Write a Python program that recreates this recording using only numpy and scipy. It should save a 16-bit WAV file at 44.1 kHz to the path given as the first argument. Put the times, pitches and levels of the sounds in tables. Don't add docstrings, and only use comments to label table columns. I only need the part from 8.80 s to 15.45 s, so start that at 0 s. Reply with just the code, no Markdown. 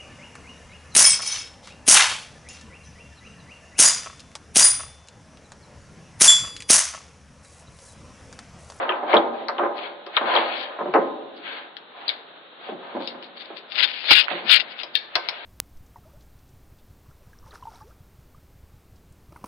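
import sys
import numpy as np
from scipy import signal
from scipy.fft import rfft, irfft, next_fast_len
from scipy.io import wavfile
from scipy.ndimage import uniform_filter1d, minimum_filter1d, map_coordinates

SR = 44100
rng = np.random.default_rng(int(sys.argv[2]) if len(sys.argv) > 2 else 0)


def int16_out(signal):
    q = np.round(np.clip(np.atleast_2d(signal).T, -1, 1) * 32767)
    wavfile.write(sys.argv[1], SR, q.astype(np.int16))


N = 293265
BAND_HZ, TOP_HZ = 5450, 16000


# start_s [s], level_db [dB], brightness_hz [Hz]
KNOCK_EVENTS = [(0.092, -19.5, 1660), (0.229, -24, 800), (0.3363, -7, 1120), (0.341, -12.5, 1240),
                (0.348, -12.5, 950), (0.686, -23, 2400), (0.783, -23, 1400), (0.793, -17.5, 1180),
                (0.814, -23.5, 1010), (0.833, -18, 1040), (1.264, -34.5, 1404), (1.369, -22.5, 2900),
                (1.411, -20.5, 900), (1.534, -25, 1520), (1.555, -21, 1630), (1.572, -20, 2330),
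                (1.987, -26, 1170), (2.007, -21.5, 835), (2.057, -23.5, 590), (2.138, -14, 1400),
                (2.148, -12.5, 990), (2.154, -13, 726), (2.217, -24.5, 700), (3.888, -27, 580),
                (3.92, -30, 486), (4.148, -27, 600), (4.166, -26, 550), (4.203, -31.5, 600),
                (4.343, -37.5, 600), (4.703, -34, 1000), (5.51, -25.5, 650), (5.56, -39, 420),
                (5.617, -39.5, 423), (5.646, -40, 555), (6.032, -37.5, 1580), (6.354, -23, 2920),
                (6.487, -38, 2040)]
# mode_hz [Hz], level_db [dB], t60_s [s]
TABLE_MODES = [(211.6, -36.5, 0.065), (330, -6.5, 0.22), (367.3, -3, 0.19), (512, -12, 0.033),
               (541.7, -5, 0.36), (583, 3.5, 0.13), (707, 2.5, 0.075), (797, 4.5, 0.046), (919, 0.5, 0.1),
               (1035, 5, 0.11), (1240, 4, 0.059), (1544, -3, 0.23)]
# freq_hz [Hz], density_db [dB per Hz]
THUD_SPECTRUM = [(40, -50.5), (110, -4), (190, -4.5), (330, -5.5), (560, -3), (1000, -2), (1750, -6),
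                 (2800, -14.5), (4200, -30), (5200, -53)]
REBOUND_S, REBOUND_LOSS_DB, REBOUND_BRIGHTNESS_RATIO = .026, 9, 0.58


def knocks():
    direct, early = np.zeros((2, N)), np.zeros((2, N))
    t = np.arange(SR // 4) / SR
    rebounds = [(start_s + REBOUND_S, level_db - REBOUND_LOSS_DB, bright_hz * REBOUND_BRIGHTNESS_RATIO)
                for start_s, level_db, bright_hz in KNOCK_EVENTS]
    for start_s, level_db, bright_hz in KNOCK_EVENTS + rebounds:
        noise = coloured(rng.standard_normal(len(t)), THUD_SPECTRUM)
        thud = struck(noise * amp(-60 * t / 0.056))
        table = amp(-5.5) * struck(ring(TABLE_MODES, t))
        blow = (table + thud) * (1 - np.exp(-t / 0.00037))
        lowpass = signal.butter(2, min(bright_hz, SR / 3), fs=SR, output="sos")
        blow = signal.sosfilt(lowpass, blow)
        blow = struck(highpassed(blow, cut_hz=140 + 0.13 * bright_hz, order=6))
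        add(direct, start_s, amp(level_db - 3.5) * blow * panned(-0.59))
        add(early, start_s, amp(level_db - 3.0) * nearby(blow, t60_s=0.12))
    return direct + early + amp(-8.5) * room(direct)


# start_s [s], length_s [s], drag_db [dB], scratch_db [dB], scratch_pan_db [dB]
PUSH_EVENTS = [(0, 0.038, -17.5, -39.5, 16), (0.092, 0.078, -24, -46, 3), (0.311, 0.046, -17, -28, 14),
               (0.547, 0.075, -36.5, -44.5, 4.5), (0.804, 0.057, -22.5, -72, -3),
               (0.986, 0.072, -33.5, -34, 16), (1.348, 0.025, -35.5, -32.5, 3.5),
               (1.42, 0.077, -25, -43, 6), (1.479, 0.079, -17.5, -25, 17), (1.554, 0.04, -19.5, -23, 18),
               (1.617, 0.11, -34.5, -29.5, 14), (1.73, .11, -45, -30.5, 24), (1.858, 0.41, -36, -48, 5),
               (2.656, 0.13, -37, -33, 7), (3.177, 0.14, -38, -44.5, 4), (3.293, 0.017, -42, -36, -4),
               (3.845, 0.046, -37, -39, 5), (4.038, 0.13, -35.5, -45.5, 5), (4.213, 0.17, -42, -49.5, 5),
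               (4.566, 0.21, -48.5, -47.5, 2), (4.969, 0.053, -34, -28.5, 19),
               (5.077, 0.098, -60, -53.5, -16), (5.3, 0.01, -30.5, -30.5, -3),
               (5.506, 0.016, -28.5, -31.5, -7), (5.553, 0.038, -40, -33.5, -1.5),
               (5.676, 0.039, -33, -27, 11), (5.813, 0.23, -54, -39.5, 26), (6.047, 0.33, -51, -53.5, -2),
               (6.354, 0.37, -43, -37, 8)]
# freq_hz [Hz], density_db [dB per Hz]
SLIDING_SPECTRUM = [(40, -55.5), (130, -56), (220, -9), (400, -3.5), (560, 3.5), (820, 5.5), (1100, 3),
                    (1500, -1), (2200, -9), (4000, -26), (5000, -68)]
DRAG_RISE_DB_PER_S, DRAG_FALL_DB_PER_S = 256, 301.5


def drag():
    def board(hz):
        return 1 + sum(amp(mode_db - 2.0) / (1 + ((hz - mode_hz) / 14) ** 2)
                       for mode_hz, mode_db, _ in TABLE_MODES)

    slips = coloured(diffuse(grit(rate_per_s=4000, spread_db=0.5)), SLIDING_SPECTRUM)
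    moves = [(start_s, length_s, drag_db) for start_s, length_s, drag_db, *_ in PUSH_EVENTS]
    push = effort(moves, DRAG_RISE_DB_PER_S, DRAG_FALL_DB_PER_S)
    direct = push * amp(0.44 * wobble(62)) * unit(filtered(slips, board))
    return amp(-6) * direct + amp(-11.0) * room(direct)


# start_s [s], level_db [dB], pitch_hz [Hz], width_oct [octaves], pan_db [dB], t60_s [s]
CLICK_EVENTS = [(0.0918, -15.5, 3270, 0.34, 11, .014), (0.111, -34, 2890, 0.48, 8, .008),
                (0.121, -23, 2730, 0.47, 14, 0.014), (0.3303, -13, 2430, 0.68, 22, 0.016),
                (0.341, -15, 2510, 1.4, 16, 0.016), (0.3676, -13.5, 3500, 0.34, -2, 0.013),
                (0.684, -19.5, 4230, 2.5, 19.5, 0.0082), (0.689, -21, 1260, 0.53, -1, 0.021),
                (0.782, -25.5, 3200, 0.6, 15, 0.018), (1.264, -33.5, 3390, 1.5, 9, .04),
                (1.3665, -8, 3490, 0.41, 12, .006), (1.368, -12.5, 1260, 0.64, 1, 0.028),
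                (1.3726, -13, 2330, 0.56, 7, 0.0079), (1.552, -17, 4190, 0.31, 18, 0.016),
                (1.5615, -9.5, 3390, 0.44, 13, 0.035), (2.013, -35.5, 1530, 1.4, 3, .015),
                (2.033, -41, 1376, 1.4, 1.5, 0.019), (2.1385, -20, 1890, 2.8, 12.5, .02),
                (2.677, -33, 3080, 0.56, 6, .02), (2.9674, -26.5, 3300, 1.6, 13, 0.011),
                (3.2795, -13.5, 4280, 0.3, 14, 0.021), (3.2916, -10.5, 3500, 1.05, 17, 0.0039),
                (3.2955, -25, 2310, 1.34, 1.5, 0.032), (4.274, -20.5, 3990, 0.99, 18, 0.022),
                (4.426, -33, 3210, 1.5, 5, 0.012), (5.048, -16, 3270, 1, 34, .004),
                (5.242, -26.5, 1930, 2.7, 7, 0.0052), (5.309, -2, 2980, 3.62, -10, 0.0045),
                (5.369, -27.5, 2220, 3.9, 12, 0.0072), (5.4822, -22.5, 1600, 1.5, -6.5, 0.0043),
                (6.0334, -21.5, 4100, 1.1, 16, .014), (6.153, -6, 3750, 0.72, 20, 0.012),
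                (6.3544, -7.5, 4370, 3, 14, 0.018), (6.3595, -14.5, 4370, 2.7, 15, 0.0026),
                (6.487, -13, 4070, 3.9, 12, .007), (6.492, -21, 3900, 2, 7, 0.017)]
# pitch_ratio [multiple of pitch_hz], level_db [dB], t60_s [s]
STEEL_MODES = [(0.498, -7, 0.047), (0.762, -15, 0.04), (0.954, -0.5, 0.049), (1.095, -7, 0.026),
               (1.299, -3.5, 0.011)]


def clicks():
    direct, early = np.zeros((2, N)), np.zeros((2, N))
    t = np.arange(SR // 8) / SR
    attack = 1 - np.exp(-t / .0004)
    for start_s, level_db, pitch_hz, width_oct, pan_db, t60_s in CLICK_EVENTS:
        modes = [(ratio * pitch_hz, mode_db, mode_t60_s) for ratio, mode_db, mode_t60_s in STEEL_MODES]
        band_hz = np.clip(pitch_hz * 2 ** (width_oct * np.array([-.7, .3])), 200, BAND_HZ)
        bandpass = signal.butter(3, band_hz, "band", fs=SR, output="sos")
        envelope = attack * amp(-60 * t / t60_s)

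        def contact(x):
            return struck(signal.sosfilt(bandpass, x * envelope))

        crack = contact(rng.standard_normal((2, len(t))))
        snap = np.array([struck(port + amp(1.5) * contact(ring(modes, t))) for port in crack])
        add(direct, start_s, amp(level_db - 5.0) * snap * panned(pan_db))
        reflections = nearby(snap[0], t60_s=0.063)
        add(early, start_s, amp(level_db - 10.0) * reflections * panned(pan_db * .5))
    return direct + early + amp(-12.0) * room(direct) * panned(16.0)


# freq_hz [Hz], density_db [dB per Hz]
SCRAPING_SPECTRUM = [(200, -51), (800, -14), (1500, 0), (2300, 0.5), (3300, 0.5), (4000, -5), (4550, -10),
                     (5000, -33), (5300, -61.5)]
SCRATCH_RISE_DB_PER_S, SCRATCH_FALL_DB_PER_S = 346.5, 286.5


def scratch():
    moves = [(start_s, length_s, level_db, pan_db)
             for start_s, length_s, _, level_db, pan_db in PUSH_EVENTS]
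    push = stereo_effort(moves, SCRATCH_RISE_DB_PER_S, SCRATCH_FALL_DB_PER_S)
    slips = amp(1.0 * wobble(70)) * patchy(grit(rate_per_s=7000, spread_db=0.5), depth_db=2)
    direct = push * coloured(slips, SCRAPING_SPECTRUM)
    return amp(-1.5) * direct + amp(-8.5) * room(direct)


# start_s [s], length_s [s], level_db [dB]
STROKE_EVENTS = [(4.92, 0.0037, -24), (4.955, 0.0031, -17.5), (4.981, 0.029, -12.5), (5.026, 0.018, -8.5),
                 (5.075, 0.041, -25), (5.13, 0.23, -28.5), (5.283, 0.017, -31), (5.309, 0.02, 2.5),
                 (5.352, 0.011, -5), (5.366, 0.047, -7.5), (5.435, 0.012, -22.5), (5.68, 0.011, -26),
                 (5.696, 0.076, -7), (5.712, 0.03, -2.5), (5.799, 0.004, -12.5), (5.89, 0.038, -37),
                 (5.99, 0.026, -25.5)]
# freq_hz [Hz], density_db [dB per Hz]
CASE_SPECTRUM = [(40, -45.5), (500, -57), (950, -23), (1450, -6), (2000, -5), (2700, -3.5), (3400, 1.5),
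                 (4300, -1), (5050, -8), (5500, -23.5)]
# centre_hz [Hz], width_hz [Hz], boost_db [dB]
CASE_HOLLOWS = [(1660, 250, 0), (2595, 1000, 7), (2780, 70, 2), (3580, 64, 5.5), (4700, 200, 1.5)]
STROKE_RISE_DB_PER_S, STROKE_FALL_DB_PER_S = 601, 854
GRIP_DB = 7.5
SLIPS_PER_S, SLIP_SCATTER, SLIP_FALL_DB = 165, .3, 8


def rub():
    def hollows(hz):
        return amp(sum(boost_db / (1 + (2 * (hz - centre_hz) / width_hz) ** 2)
                       for centre_hz, width_hz, boost_db in CASE_HOLLOWS))

    slip_rate = SLIPS_PER_S * np.exp(SLIP_SCATTER * wobble(90))
    cycle = np.cumsum(slip_rate) / SR % 1
    slips = grit(rate_per_s=14000, spread_db=.5) * amp(-SLIP_FALL_DB * cycle) * panned(31)
    slips = patchy(slips, depth_db=2.5)
    skin = unit(filtered(coloured(slips, CASE_SPECTRUM), hollows))
    stroke = effort(STROKE_EVENTS, STROKE_RISE_DB_PER_S, STROKE_FALL_DB_PER_S, GRIP_DB)
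    return amp(-5.0) * stroke * skin


# mode_hz [Hz], level_db [dB], t60_s [s]
SHANK_MODES = [(1675, 1, 0.073), (1860, -7, 0.08), (2229, -8, 0.13), (3203, -14, .07), (4000, -0.5, .07),
               (4447, -8.5, .1), (5340, -5, 0.075)]
SLIP_S, SLIP_DB = 6.153, -20
SHANK_SAG_RATIO, SHANK_SETTLE_S = 0.107, 0.011


def shank():
    track = np.zeros((2, N))
    t = np.arange(SR // 4) / SR
    settling_t = t + SHANK_SAG_RATIO * SHANK_SETTLE_S * (1 - np.exp(-t / SHANK_SETTLE_S))
    chatter = amp(3 * wobble(260)[:len(t)])
    add(track, SLIP_S, amp(SLIP_DB) * ring(SHANK_MODES, settling_t) * chatter * panned(11.0))
    return track + amp(-11) * room(track)


# start_s [s], length_s [s], level_db [dB], pan_db [dB]
RUSTLE_EVENTS = [(0.975, 0.012, -40.5, 19), (1.757, .08, -35, 17), (2.569, .008, -48, 2.5),
                 (3.853, .01, -53, 7), (4.214, 0.017, -38.5, 11), (4.245, 0.065, -40, 4),
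                 (4.437, 0.02, -43.5, 6), (4.574, 0.0076, -41, 6), (4.608, 0.011, -35, 15),
                 (4.652, 0.0052, -40.5, 12), (4.772, 0.013, -35, 23), (5.25, .045, -27.5, 16),
                 (5.29, .01, -26, 6), (6.159, 0.0089, -27, 10.5)]
# freq_hz [Hz], density_db [dB per Hz]
WIRE_SPECTRUM = [(300, -47), (1100, -19.5), (1800, 1.5), (2600, 2), (3600, 8.5), (4500, 6.5), (5400, -17.5)]
RUSTLE_RISE_DB_PER_S, RUSTLE_FALL_DB_PER_S = 908, 610.5


def rustle():
    touch = stereo_effort(RUSTLE_EVENTS, RUSTLE_RISE_DB_PER_S, RUSTLE_FALL_DB_PER_S)
    crinkles = patchy(grit(rate_per_s=1500, spread_db=2), depth_db=3.5)
    direct = touch * coloured(crinkles, WIRE_SPECTRUM)
    return amp(1.0) * direct + amp(-17.5) * room(direct)


# start_s [s], level_db [dB]
THUMP_EVENTS = [(5.31, -25), (5.365, -43), (6.356, -41.5)]
# freq_hz [Hz], density_db [dB per Hz]
THUMP_SPECTRUM = [(30, -17), (90, -3), (200, -5), (400, 6), (900, -10), (2000, -67)]
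THUMP_T60_S = 0.074


def low_thumps():
    track = np.zeros((2, N))
    t = np.arange(SR // 8) / SR
    envelope = amp(-60 * t / THUMP_T60_S) * (1 - np.exp(-t / 0.00051))
    for start_s, level_db in THUMP_EVENTS:
        thump = struck(coloured(rng.standard_normal(len(t)), THUMP_SPECTRUM) * envelope)
        add(track, start_s, amp(level_db) * thump * panned(3.7))
    return track


# freq_hz [Hz], t60_s [s]
ROOM_DECAY = [(150, 1.6), (400, 1.405), (1000, 0.89), (2800, 0.31), (4100, 0.36), (5000, 0.28)]


def room(x):
    hz, s, z = signal.stft(diffuse(rng.standard_normal((2, SR))), SR, nperseg=256)
    decay = amp(-60 * s / along(ROOM_DECAY, hz)[:, None])
    tail = signal.istft(z * decay, SR, nperseg=256)[1][:, :SR]
    onset = 1 - np.exp(-np.arange(SR) / SR / 0.0013)
    tail = unit(tail * onset) / np.sqrt(SR)
    return signal.fftconvolve(x[:1], tail, axes=1)[:, :N]


def nearby(x, t60_s):
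    t = np.arange(len(x)) / SR
    envelope = amp(-60 * t / t60_s) * (1 - np.exp(-t / 0.0026))
    echo = diffuse(rng.standard_normal((2, len(x)))) * envelope
    return signal.fftconvolve(x[None], unit(echo), axes=1)[:, :len(x)] / np.sqrt(len(x))


# freq_hz [Hz], density_db [dB per Hz]
AIR_SPECTRUM = [(30, -44.5), (90, -33), (140, -13), (230, -6.5), (450, 1), (1000, -2), (1500, -1),
                (2200, -8.5), (3000, -5.5), (3800, -2.5), (4350, -14), (4800, -43.5)]


def air():
    hiss = coloured(diffuse(rng.standard_normal((2, N))), AIR_SPECTRUM)
    return amp(-47.0 + 1.0 * wobble(26)) * hiss * panned(0.7)


# freq_hz [Hz], likeness [correlation, 0 to 1]
PORT_LIKENESS = [(100, 1), (400, 0.67), (750, 0.5), (1400, 0.068), (2600, 0.18)]


def diffuse(pair):
    def mid_side(hz):
        angle = np.arccos(np.clip(along(PORT_LIKENESS, hz), -1, 1)) / 2
        return np.array([np.cos(angle), np.sin(angle)])

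    mid, side = filtered(pair, mid_side)
    return np.array([mid + side, mid - side])


def grit(rate_per_s, spread_db):
    slips = rng.random((2, N)) < rate_per_s / SR
    sizes = rng.standard_normal((2, N)) * amp(spread_db * rng.standard_normal((2, N)))
    return unit(slips * sizes)


def ring(modes, t):
    strengths = amp(rng.normal(0, 2, len(modes)))
    return sum(gain * amp(level_db - 60 * t / t60_s) * np.sin(2 * np.pi * (mode_hz * t + rng.random()))
               for gain, (mode_hz, level_db, t60_s) in zip(strengths, modes))


def effort(moves, rise_db_per_s, fall_db_per_s, grip_db=0):
    t = np.arange(N) / SR
    power = np.zeros(N)
    for start_s, length_s, level_db in moves:
        drop_db = grip_db * (t < start_s)
        drop_db = drop_db + rise_db_per_s * np.maximum(start_s - t, 0)
        drop_db = drop_db + fall_db_per_s * np.maximum(t - start_s - length_s, 0)
        heard = drop_db < 80
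        power[heard] += amp(level_db - drop_db[heard]) ** 2
    return np.sqrt(power)


def stereo_effort(moves, rise_db_per_s, fall_db_per_s):
    left = [(start_s, length_s, level_db) for start_s, length_s, level_db, _ in moves]
    right = [(start_s, length_s, level_db - pan_db) for start_s, length_s, level_db, pan_db in moves]
    return np.array([effort(side, rise_db_per_s, fall_db_per_s) for side in (left, right)])


def patchy(x, depth_db):
    z = signal.stft(x, nperseg=1024)[2]
    field = rng.standard_normal(z.shape[1:])
    field = uniform_filter1d(uniform_filter1d(field, size=3, axis=0), size=3, axis=1)
    return signal.istft(z * amp(depth_db * unit(field)), nperseg=1024)[1][:, :N]


def amp(db):
    return 10 ** (np.asarray(db) / 20)


def unit(x):
    return x / np.sqrt(np.mean(x ** 2) + 1e-20)


def struck(x):
    return x / np.sqrt(np.mean(x[..., :round(.008 * SR)] ** 2))


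def along(points, hz):
    freq_hz, values = np.transpose(points)
    return np.interp(np.log(hz + 1), np.log(freq_hz + 1), values)


def wobble(knots_per_s):
    knots = rng.standard_normal(int(N * knots_per_s / SR) + 4)
    return map_coordinates(knots, [np.arange(N) * knots_per_s / SR])


def filtered(x, response):
    n = x.shape[-1]
    m = next_fast_len(n + 4096)
    return irfft(rfft(x, m) * response(np.fft.rfftfreq(m, 1 / SR)), m)[..., :n]


def coloured(x, spectrum):
    return unit(filtered(x, lambda hz: amp(along(spectrum, hz))))


def highpassed(x, cut_hz, order):
    return signal.sosfilt(signal.butter(order, cut_hz, "high", fs=SR, output="sos"), x)


def panned(db):
    return amp([[0], [-db]])


def add(track, start_s, x):
    part = track[:, max(round(start_s * SR), 0):][:, :x.shape[1]]
    part += x[:, :part.shape[1]]


def limited(x, ceiling_db):
    hold = round(.002 * SR)
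    needed = np.minimum(1, amp(ceiling_db) / (np.abs(x) + 1e-9))
    return x * uniform_filter1d(minimum_filter1d(needed, hold), hold)


def scene():
    handling = knocks() + drag() + clicks() + scratch()
    return handling + rub() + shank() + rustle() + low_thumps() + air()


CLIP_DB, CLIP_KNEE = 0, 30


def record(dry):
    thin = highpassed(dry, cut_hz=25, order=4)
    narrow = filtered(thin, lambda hz: 1 / np.sqrt(1 + (hz / BAND_HZ) ** 90))
    held = limited(narrow, ceiling_db=2.0)
    clipped = held / (1 + np.abs(held / amp(CLIP_DB)) ** CLIP_KNEE) ** (1 / CLIP_KNEE)
    return filtered(clipped, lambda hz: np.clip((TOP_HZ - hz) / 600, 0, 1))


dry = scene()
out = record(dry)
int16_out(out)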